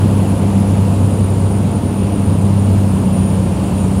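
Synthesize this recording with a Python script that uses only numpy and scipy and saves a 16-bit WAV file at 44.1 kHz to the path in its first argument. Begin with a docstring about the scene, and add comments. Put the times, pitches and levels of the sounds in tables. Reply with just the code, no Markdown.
"""Cabin of a small propeller plane in level flight.
From the start a three-blade propeller drones over weaker shaft orders, cabin rumble and slipstream hiss.
A thin, fluttering whistle, probably air through a gap in the window seal, sinks a little from 0.7 s.
A lower, breathy draught swells near 0.9 s. Near 3 s the shaft slows by about 4 % and the drone drops;
the draught swells again, and the whistle flares at 3.1 s and 3.8 s."""
import sys
import numpy as np
from scipy import signal
from scipy.fft import rfft, irfft, next_fast_len
from scipy.io import wavfile
from scipy.ndimage import uniform_filter1d, map_coordinates

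SR = 44100
rng = np.random.default_rng(int(sys.argv[2]) if len(sys.argv) > 2 else 0)


def put_to_file(sound):
    """Save the sound as 16-bit audio at rate SR, in the file named by the first command-line argument."""
    columns = np.atleast_2d(sound).T  # one column per channel
    safe = np.clip(columns, -1, 1)
    whole_steps = np.round(safe * 32767)
    wavfile.write(sys.argv[1], SR, whole_steps.astype(np.int16))


N = 176400  # 4 s


def amp(db):
    """dB to gain."""
    return 10 ** (np.asarray(db) / 20)


def unit(x):
    """Scale to rms 1."""
    return x / np.sqrt(np.mean(x ** 2) + 1e-20)


def curve(rows):
    """One value per sample from (t/s, value) rows."""
    return np.interp(np.arange(N) / SR, *np.transpose(rows))


def wobble(rate_hz):
    """Smooth random curve, rms near 1, with rate_hz knots a second."""
    return map_coordinates(rng.standard_normal(N // 20), [np.arange(N) * rate_hz / SR], mode="wrap")


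def phase_of(hz):
    """Running phase/rad of a frequency curve."""
    return 2 * np.pi * np.cumsum(hz) / SR


def tone(phase):
    """Sine of rms 1, random start phase."""
    return np.sqrt(2) * np.sin(phase + 2 * np.pi * rng.random())


def filtered(x, response):
    """FFT filter with gain response(f/Hz)."""
    size = next_fast_len(N + 8192)
    return irfft(rfft(x, size) * response(np.fft.rfftfreq(size, 1 / SR)), size)[:N]


def noise(spectrum, patchy_db):
    """Noise of rms 1 shaped by (f/Hz, level/dB) rows, with random gain patches in time and frequency."""
    bins = signal.stft(rng.standard_normal(N), nperseg=512)[2]
    patches = uniform_filter1d(rng.standard_normal(bins.shape), size=8, axis=0)
    patches = uniform_filter1d(patches, size=6, axis=1)
    white = signal.istft(bins * amp(patchy_db * unit(patches)), nperseg=512)[1][:N]
    knots_hz, knots_db = np.transpose(spectrum)
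    return unit(filtered(white, lambda hz: amp(np.interp(np.log(hz + 1), np.log(knots_hz + 1), knots_db))))


def narrow_noise(phase, half_width_hz, edge_hz):
    """Resonant noise band of rms 1 around a running phase; steeper beyond an offset of edge_hz."""
    resonance = lambda hz: 1 / (1 + 1j * hz / half_width_hz) / (1 + 1j * hz / edge_hz)
    in_phase, quadrature = (filtered(rng.standard_normal(N), resonance) for _ in range(2))
    return unit(in_phase * np.cos(phase) + quadrature * np.sin(phase))


def slipstream():
    """Air along the window: hiss, a fine fizz above it, a breathy draught below."""
    hiss_spectrum = [(2000, -25), (6100, -12), (6750, -1.5), (7600, -0.5), (8500, -0.5), (10300, -9),
                     (12000, -14), (15600, -22)]  # f/Hz, relative level/dB
    hiss_db = [(0, -43.5), (.7, -45), (1.2, -44.2), (1.5, -45.8), (1.95, -48), (2.8, -45), (3.55, -45.5),
               (3.67, -43.2), (4, -43.2)]  # t/s, level/dB
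    fizz_spectrum = [(8500, -25), (10500, -4), (11400, 0.5), (12500, -5), (14000, -8), (15600, -10.5)]  # f/Hz, relative level/dB
    fizz_db = [(0, -48), (.5, -51.5), (.68, -51.3), (.85, -50.2), (1.3, -53), (2, -52), (2.4, -52.5),
               (2.8, -50), (3.3, -52.3), (4, -53)]  # t/s, level/dB
    draught_db = [(0, -63), (.7, -57), (.88, -48.5), (1.05, -60), (2, -63), (2.6, -54), (2.95, -56),
                  (3.13, -46), (3.3, -57), (4, -56)]  # t/s, level/dB
    draught_hz = np.full(N, 2744)
    hiss = amp(curve(hiss_db) + 0.33 * wobble(20)) * noise(hiss_spectrum, patchy_db=1.5)
    fizz = amp(curve(fizz_db)) * noise(fizz_spectrum, patchy_db=1.5)
    draught = amp(curve(draught_db)) * narrow_noise(phase_of(draught_hz), half_width_hz=51, edge_hz=400)
    return hiss + fizz + draught


def whistle():
    """Probably air through a seal gap: a flickering pure core in a noise skirt on the same pitch."""
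    pitch_hz = [(0, 9750), (.7, 9740), (.9, 9660), (1.3, 9560), (2, 9525), (4, 9515)]  # t/s, f/Hz
    core_db = [(0, -46), (.85, -47.5), (1.2, -42), (1.42, -40), (1.6, -47), (2.35, -42.5), (3.06, -47.5),
               (3.13, -39), (3.3, -39), (3.4, -44), (3.72, -51), (3.81, -38), (3.92, -48), (4, -47)]  # t/s, level/dB
    core_flutter_db, jitter_hz = 2.2, 10
    skirt_db, skirt_flutter_db = -42.5, 2
    phase = phase_of(curve(pitch_hz))
    flicker = unit(amp(core_flutter_db * (wobble(26) + 0.77 * wobble(130))))
    core = amp(curve(core_db)) * flicker * tone(phase + phase_of(jitter_hz * wobble(90)))
    band = narrow_noise(phase, half_width_hz=123, edge_hz=1300)
    skirt = amp(skirt_db) * unit(band * amp(skirt_flutter_db * wobble(60)))
    return core + skirt


def cabin():
    """Rumble of resonant panels shaken by the engine and the propeller wash."""
    rumble_spectrum = [(20, -45), (30, -37), (42, -18), (52, -13), (64, -9.5), (82, 0.5), (105, -2),
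                       (135, -3.5), (180, -1.5), (225, -3), (290, -9), (360, -13.5), (440, -14), (560, -16),
                       (640, -19.5), (760, -22), (930, -20.5), (1200, -27.5), (1700, -37.5), (2500, -51),
                       (6000, -80)]  # f/Hz, relative level/dB
    rumble_db = [(0, -15), (.7, -16.5), (1.3, -17), (2.2, -17), (2.8, -16.5), (3.4, -17), (4, -16.5)]  # t/s, level/dB
    panel_modes = [(283, 14, 4), (320, 17, 3), (410, 12.7, 5), (502, 12, 2), (551, 30, 2.5), (689, 50, 4.5),
                   (863, 36, 3)]  # f/Hz, width/Hz, boost/dB
    panel_gain = lambda hz: amp(sum(boost_db / (1 + (2 * (hz - mode_hz) / width_hz) ** 2)
                                    for mode_hz, width_hz, boost_db in panel_modes))
    rumble = noise(rumble_spectrum, patchy_db=0.4)
    return amp(curve(rumble_db)) * unit(filtered(rumble, panel_gain))


def engine(shaft_phase):
    """Unsteady shaft orders, exhaust and airframe rush pulsing with the firings, faint machinery whines."""
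    shaft_orders = [(1, -52), (2, -33), (4, -29.5), (5, -28.5)]  # multiple of shaft speed, level/dB
    rush_spectrum = [(300, -18), (1000, -5), (1900, -3.5), (2400, 0), (2850, 0), (3700, -5), (4600, -6.5),
                     (6000, -10.5), (8000, -17), (15000, -24)]  # f/Hz, relative level/dB
    rush_db = [(0, -39), (.9, -39.5), (1.3, -40.5), (2, -40.5), (2.8, -40), (4, -39.5)]  # t/s, level/dB
    whine_tones = [(6530, -63), (5970, -68)]  # f/Hz, level/dB
    flutter_db, jitter_hz = 1.1, 10
    pulse_depth, firings_per_turn = 0.092, 4.5
    hum = sum(amp(db + flutter_db * wobble(6)) * tone(order * shaft_phase) for order, db in shaft_orders)
    pulsing = 1 + pulse_depth * np.cos(firings_per_turn * shaft_phase)
    rush = amp(curve(rush_db)) * unit(pulsing * noise(rush_spectrum, patchy_db=1))
    whines = sum(amp(db) * tone(phase_of(hz + jitter_hz * wobble(60))) for hz, db in whine_tones)
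    return hum + rush + whines


def propeller(shaft_phase):
    """Blade-passing tone and its octave, each swelling and fading in the cabin."""
    fundamental_db = [(0, -11.5), (.45, -16), (.7, -14), (1, -14.5), (1.55, -15.5), (1.9, -19.5),
                      (2.3, -16), (2.76, -11.5), (3.05, -19), (3.3, -17.5), (3.5, -22), (4, -18.5)]  # t/s, level/dB
    octave_db = [(0, -22), (.3, -17.5), (.8, -18.5), (1.28, -24.5), (1.6, -18), (1.83, -26), (2, -19.2),
                 (3.2, -17.5), (3.7, -19.5), (4, -16.5)]  # t/s, level/dB
    blades, flutter_db = 3, 0.35
    blade_phase = blades * shaft_phase
    fundamental = amp(curve(fundamental_db) + flutter_db * wobble(14)) * tone(blade_phase)
    octave = amp(curve(octave_db) + flutter_db * wobble(14)) * tone(2 * blade_phase)
    return fundamental + octave


def scene():
    """One shaft drives propeller and engine; cabin and air add their own layers. 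Mono."""
    shaft_hz = [(0, 32.92), (.6, 32.88), (.95, 32.68), (1.25, 32.65), (1.5, 32.9), (2.6, 32.94),
                (3.05, 31.73), (3.3, 31.68), (3.5, 31.53), (4, 31.7)]  # t/s, rotation rate/Hz
    relative_jitter = 0.001
    shaft_phase = phase_of(curve(shaft_hz) * (1 + relative_jitter * wobble(10)))
    return (propeller(shaft_phase) + engine(shaft_phase) + cabin() + slipstream() + whistle())[None]


def record(dry):
    """Brick-wall low-pass."""
    cutoff_hz = 15700
    return filtered(dry[0], lambda hz: hz < cutoff_hz)[None]


dry = scene()
out = record(dry)
put_to_file(out)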